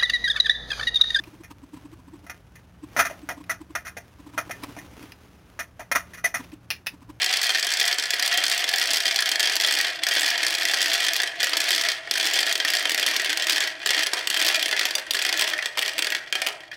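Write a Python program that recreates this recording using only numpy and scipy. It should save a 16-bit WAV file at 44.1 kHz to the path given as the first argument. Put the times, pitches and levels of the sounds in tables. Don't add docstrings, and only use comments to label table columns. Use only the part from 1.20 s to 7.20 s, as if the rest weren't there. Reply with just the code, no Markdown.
import sys
import numpy as np
from scipy import signal
from scipy.fft import rfft, irfft
from scipy.io import wavfile
from scipy.ndimage import uniform_filter1d

SR = 44100
rng = np.random.default_rng(int(sys.argv[2]) if len(sys.argv) > 2 else 0)


def file_out(sig):
    cols = np.atleast_2d(sig).T
    lim = np.clip(cols, -1, 1)
    pcm = np.round(lim * 32767).astype(np.int16)
    wavfile.write(sys.argv[1], SR, pcm)


N = 264600

# f/Hz, level/dB
AIR_SPECTRUM = [(20, -39.5), (32, -27), (50, -2.5), (75, 2), (110, -5), (150, -8), (220, -11), (350, -20.5),
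                (700, -23.5), (1500, -25), (4000, -59), (8000, -49.5), (16000, -75)]
# f/Hz, bandwidth/Hz, level/dB
AIR_MODES = [(115.5, 3.3, -59), (177.1, 6.5, -61.5)]
# peak t/s, level/dB, rise/s, fade/s
SLIDES = [(0.06, -51.5, 0.058, 0.12), (0.58, -58, 0.15, 0.14), (1.05, -59, .1, .15),
          (1.76, -48, 0.064, 0.37), (3.42, -47.5, 0.33, 0.6), (3.83, -46.5, 0.06, 0.065),
          (4.912, -50.5, 0.051, 0.059), (5.24, -47.5, 0.037, 0.067)]
# f/Hz, level/dB
DIRT_SPECTRUM = [(150, 6.5), (300, 10.5), (500, 4), (950, 1.5), (1500, -0.5), (2800, -3), (4200, -9),
                 (6200, -9.5), (8000, -17.5), (10000, -13.5), (12000, -16), (15000, -17)]
# f/Hz, T60/s
WALL_DECAY = [(150, 1), (700, 0.4), (2500, 0.13), (8000, 0.17), (16000, 0.06)]
# first t/s, last t/s
RESTLESS_SPANS = [(0.01, 0.14), (0.575, 1.04), (3.007, 3.28), (3.5, 3.81), (5.736, 5.83)]
# t/s, thump level/dB, rub level/dB
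TWITCHES = [(0.211, -43.5, -59), (0.314, -46.5, -44.5), (0.438, -43, -55.5), (0.542, -39, -51),
            (0.941, -41, -55), (1.64, -36.5, -50), (2.038, -40.5, -65), (2.18, -43.5, -51.5),
            (2.211, -42, -50.5), (2.417, -39, -50.5), (2.509, -43.5, -54), (3.073, -43.5, -51),
            (3.148, -44, -48), (3.44, -40, -36.5), (3.84, -42, -53), (5.206, -39.5, -43.5),
            (5.337, -39, -51), (5.902, -41, -46)]
# f/Hz, level/dB
RUB_SPECTRUM = [(250, -7), (750, -16.5), (990, 2), (1400, -15.5), (2700, -16.5), (4500, -21.5), (9000, -26),
                (16000, -30.5)]
# t/s, level/dB, grinding time/s
STONE_SNAPS = [(0.0376, -48, 0.0023), (2.24, -54.5, 0.002), (3.435, -39, 0.0037), (3.827, -53, 0.0025),
               (3.92, -45.5, 0.0037), (5.239, -52, 0.0047), (5.318, -54, 0.0038), (5.5041, -29, 0.00022),
               (5.508, -26, 0.007), (5.663, -42.5, 0.00067), (5.668, -26.5, 0.0064)]
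# f/Hz, level/dB
STONE_SPECTRUM = [(200, -23.5), (800, -13.5), (1100, -15.5), (1900, -1), (2150, -5.5), (2480, 4.5),
                  (3100, -7), (4600, -10.5), (5500, -5.5), (6500, -20), (8300, -29.5), (10300, -12.5),
                  (12000, -19), (15500, -19.5)]
# t/s, ring level/dB, thud/dB re ring, clack/dB re ring, time under load/s
BLOWS = [(0.234, -47, -12, -12, 0.013), (1.065, -50.5, -3.5, -2, .002), (1.0967, -37.5, -8.5, -5, 0.0053),
         (1.355, -50, -15, -13, 0.0035), (1.765, -24.5, -3.5, -1.5, 0.025),
         (1.7921, -18.5, -6.5, 1, 0.0087), (1.8515, -29, -6.5, -1, 0.011), (1.898, -42.5, 6.5, -7, 0.014),
         (2.089, -32.5, -3.5, -1, 0.0079), (2.105, -39.5, 3, -9, .01), (2.2958, -29, -8.5, -1, 0.016),
         (2.552, -28.5, -7, -1, 0.0069), (2.65, -41.5, -9, -3, 0.014), (2.668, -37, -18, -4, 0.013),
         (2.768, -38, -2.5, -9, 0.011), (3.178, -28, -3.5, 2.5, 0.0075), (3.2945, -45.5, 7.5, -3, 0.0027),
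         (3.3094, -33.5, -12, -6.5, 0.0015), (3.565, -47, 5.5, -5, 0.0029), (3.586, -43, -22, -22, 0.0038),
         (4.3913, -30, -9.5, -5, 0.014), (4.594, -41, 3.5, -3.5, 0.012), (4.715, -23, -9, -6, 0.01),
         (4.751, -28, -8, -0.5, 0.0026), (4.757, -22.5, -9, -0.5, 0.0034), (4.934, -41, -22, -10, 0.015),
         (4.974, -44, -12.5, -3, 0.013), (5.043, -25.5, -6.5, -9, 0.015), (5.143, -27.5, -8, -4.5, 0.017)]
# lower f/Hz, upper f/Hz
BLOW_BANDS = [(400, 1000), (1000, 1650), (1650, 3000), (3000, 17000)]
# f/Hz, width/Hz, level/dB
HOUSING_MODES = [(272, 55, -15.5), (677, 112, -3), (952, 84, -8), (1059, 49, -4), (1213, 45, 3.5),
                 (1311, 59, 5), (1436, 59, 6.5), (1622, 53, 4), (1790, 51, 5.5), (1934, 140, 2.5),
                 (2060, 154, 0), (2480, 120, -2.5), (2680, 270, -13), (3550, 390, -21.5), (4480, 420, -21),
                 (5560, 180, -13.5), (6070, 365, -13.5), (6650, 300, -17), (9780, 680, -20),
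                 (10340, 440, -20), (12600, 1600, -29.5), (14150, 540, -18), (15100, 600, -40)]
# middle t/s, level/dB, half length/s
CATCHES = [(2.305, -26, 0.0084), (5.055, -19, 0.012), (5.148, -26.5, 0.006)]
# f/Hz, level/dB
CAVITY_PARTIALS = [(1965, -1.5), (6040, -12), (9950, -15), (14030, -20)]


def gain_of(db):
    return 10 ** (np.asarray(db) / 20)


def unit_rms(x):
    return x / np.sqrt(np.mean(x ** 2) + 1e-20)


def unit_hit(x):
    return x / np.sqrt(np.sum(x ** 2) / (.02 * SR) + 1e-20)


def curve_at(points, hz):
    f, value = np.transpose(points)
    return np.interp(np.log(hz + 1), np.log(f), value)


def add(mix, s, sound):
    part = mix[max(round(s * SR), 0):][:len(sound)]
    part += sound[:len(part)]


def tinted(x, spectrum):
    hz = np.fft.rfftfreq(len(x), 1 / SR)
    return unit_rms(irfft(rfft(x) * gain_of(curve_at(spectrum, hz)), len(x)))


def lumps(count, size):
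    return unit_rms(uniform_filter1d(uniform_filter1d(rng.standard_normal(count), size), size))


def grains(count, spread_db):
    noise = rng.standard_normal(count)
    return unit_rms(noise * gain_of(spread_db * np.minimum(rng.exponential(1, count), 4)))


def minimum_phase(db):
    log_spectrum = np.conj(signal.hilbert(np.log(gain_of(db))))
    return np.fft.ifft(np.exp(log_spectrum)).real


def tunnel_air():
    hz = np.fft.rfftfreq(N, 1 / SR)
    out = gain_of(-54) * tinted(rng.standard_normal(N), AIR_SPECTRUM)
    for centre, width, db in AIR_MODES:
        detuning = 2 * (hz - centre) / width
        drone = irfft(rfft(rng.standard_normal(N)) / (1 + detuning ** 2), N)
        out += gain_of(db) * unit_rms(drone)
    return out


def scuffs(rustle_db=-61, surge_db=1.53, tick_db=-9, ticks_per_s=55):
    t, power = np.arange(N) / SR, gain_of(rustle_db) ** 2
    for s, db, rise, fade in SLIDES:
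        swell = np.exp(-np.maximum((s - t) / rise, (t - s) / fade))
        power = power + (gain_of(db) * swell) ** 2
    envelope = np.sqrt(power) * gain_of(surge_db * lumps(N, size=550))
    ticks = unit_rms(rng.standard_normal(N) * (rng.random(N) < ticks_per_s / SR))
    return envelope * tinted(grains(N, spread_db=3) + gain_of(tick_db) * ticks, DIRT_SPECTRUM)


def wall_echo(x, build_s=0.0093):
    hz, t, noise = signal.stft(rng.standard_normal(SR), SR, nperseg=256)
    decay = gain_of(-60 * t / curve_at(WALL_DECAY, hz)[:, None])
    onset = 1 - np.exp(-t / build_s)
    tail = signal.istft(noise * decay * onset, SR, nperseg=256)[1]
    return signal.fftconvolve(x, tail / np.linalg.norm(tail))[:N]


def faint_twitches(pace_s=0.08, jitter_s=0.0067, thump_db=-48, rub_db=-55.5, spread_db=2.3):
    rows = []
    for first, last in RESTLESS_SPANS:
        for s in np.linspace(first, last, round((last - first) / pace_s) + 1):
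            late, thump, rub = rng.standard_normal(3)
            rows.append((s + jitter_s * late, thump_db + spread_db * thump, rub_db + spread_db * rub))
    return rows


def stabiliser(thump_hz=296, swell_s=0.0079, rub_s=0.0099, drive_hz=8020, whine_db=-24, size=4096):
    t, out = (np.arange(size) - size / 2) / SR, np.zeros(N + size)
    for s, thump_db, rub_db in TWITCHES + faint_twitches():
        pitch, phase = thump_hz * (1 + 0.056 * rng.standard_normal()), rng.random()
        thump = unit_hit(np.sin(2 * np.pi * (pitch * t + phase)) / np.cosh(np.pi / 2 * t / swell_s))
        whine = gain_of(whine_db) * thump * np.cos(2 * np.pi * drive_hz * t)
        friction = tinted(grains(size, spread_db=5), RUB_SPECTRUM)
        rub = unit_hit(friction * np.exp(-(t / rub_s) ** 2))
        add(out, s, gain_of(thump_db) * (thump + whine) + gain_of(rub_db) * rub)
    return out[size // 2:][:N]


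def crush(hold_s, release_s, spread_db, settle_db, settle_s, rise_s=0.00024, size=8192):
    t = np.arange(size) / SR
    unloaded = np.maximum(t - hold_s, 0)
    onset = 1 - np.exp(-t / rise_s)
    decay = np.exp(-unloaded / release_s) + gain_of(settle_db) * np.exp(-unloaded / settle_s)
    slips = gain_of(3 * np.tanh(lumps(size, size=80)))
    return onset * decay * slips * grains(size, spread_db)


def body_response(db_at, ripple_db=2.6, size=4096):
    hz = abs(np.fft.fftfreq(size, 1 / SR))
    bins = np.rint(hz * size / SR).astype(int)
    ripple = lumps(size, size=9)[bins] * (hz > 2200)
    return minimum_phase(db_at(hz) + ripple_db * ripple)


def stone_snaps():
    out = np.zeros(N)
    for s, db, grind_s in STONE_SNAPS:
        force = crush(0, grind_s, spread_db=1.5, settle_db=-5.5, settle_s=2.98 * grind_s)
        stone = body_response(lambda hz: curve_at(STONE_SPECTRUM, hz))
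        add(out, s, gain_of(db) * unit_hit(signal.fftconvolve(force, stone)))
    return out


def housing_db(hz):
    centre, width, db = np.transpose(HOUSING_MODES)
    detuning = 2 * (hz[:, None] - centre) / width
    mode_power = gain_of(db) ** 2 / (1 + detuning ** 2) ** 1.274
    return 10 * np.log10(mode_power.sum(1))


def balanced(hit, levels_db, size=2048):
    hz, power = np.fft.rfftfreq(len(hit), 1 / SR), abs(rfft(hit)) ** 2
    band_power = np.array([power[(hz >= lo) & (hz < hi)].sum() for lo, hi in BLOW_BANDS])
    shift_db = levels_db - 10 * np.log10(band_power / power.sum())
    corners_hz = np.ravel(np.multiply(BLOW_BANDS, [1.1, .9]))
    filter_db = np.interp(abs(np.fft.fftfreq(size, 1 / SR)), corners_hz, np.repeat(shift_db, 2))
    return signal.fftconvolve(unit_hit(hit), minimum_phase(filter_db))


def knocks(push_s=0.00011, push_db=-8.5, grit_db=-5, light_db=-37, light_range_db=6.5):
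    housing, out = body_response(housing_db), np.zeros(N)
    for s, ring_db, thud_db, clack_db, hold_s in BLOWS:
        lightness = np.clip((light_db - ring_db) / light_range_db, 0, 1)
        rise_s = lightness * 0.00083 + (1 - lightness) * 0.0005
        release_s = 0.0071 + 0.45 * hold_s
        crunch = crush(hold_s, release_s, spread_db=3, settle_db=-11, settle_s=0.029, rise_s=rise_s)
        push = np.exp(-np.arange(len(crunch)) / SR / push_s)
        ring = unit_hit(signal.fftconvolve(crunch, housing))
        click = (1 - lightness) * gain_of(push_db) * unit_hit(signal.fftconvolve(push, housing))
        levels_db = ring_db + np.array([thud_db, clack_db, 0, grit_db])
        add(out, s, balanced(ring + click, levels_db))
    return out


def squeaks(waver=0.024, size=4096):
    t, out = (np.arange(size) - size / 2) / SR, np.zeros(N)
    for s, db, half_s in CATCHES:
        drift = unit_rms(uniform_filter1d(rng.standard_normal(size), size=60))
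        clock = np.cumsum(1 + waver * drift) / SR
        tone = sum(gain_of(partial_db) * np.sin(2 * np.pi * (hz * clock + rng.random()))
                   for hz, partial_db in CAVITY_PARTIALS)
        envelope = np.exp(-(t / half_s) ** 4)
        add(out, s + t[0], gain_of(db) * unit_hit(tone * envelope))
    return out


def scene():
    rumble = tunnel_air()
    direct = knocks() + squeaks() + stone_snaps() + scuffs() + stabiliser()
    echo = gain_of(-25) * wall_echo(direct)
    return (direct + echo + rumble)[None]


def record(dry, bass_hz=38, edge_hz=16000):
    highpass = signal.butter(3, bass_hz, "highpass", fs=SR, output="sos")
    lowpass = signal.firwin(511, edge_hz, window=("kaiser", 9), fs=SR)
    return signal.oaconvolve(signal.sosfilt(highpass, dry), lowpass[None], "same")


dry = scene()
out = record(dry)
file_out(out)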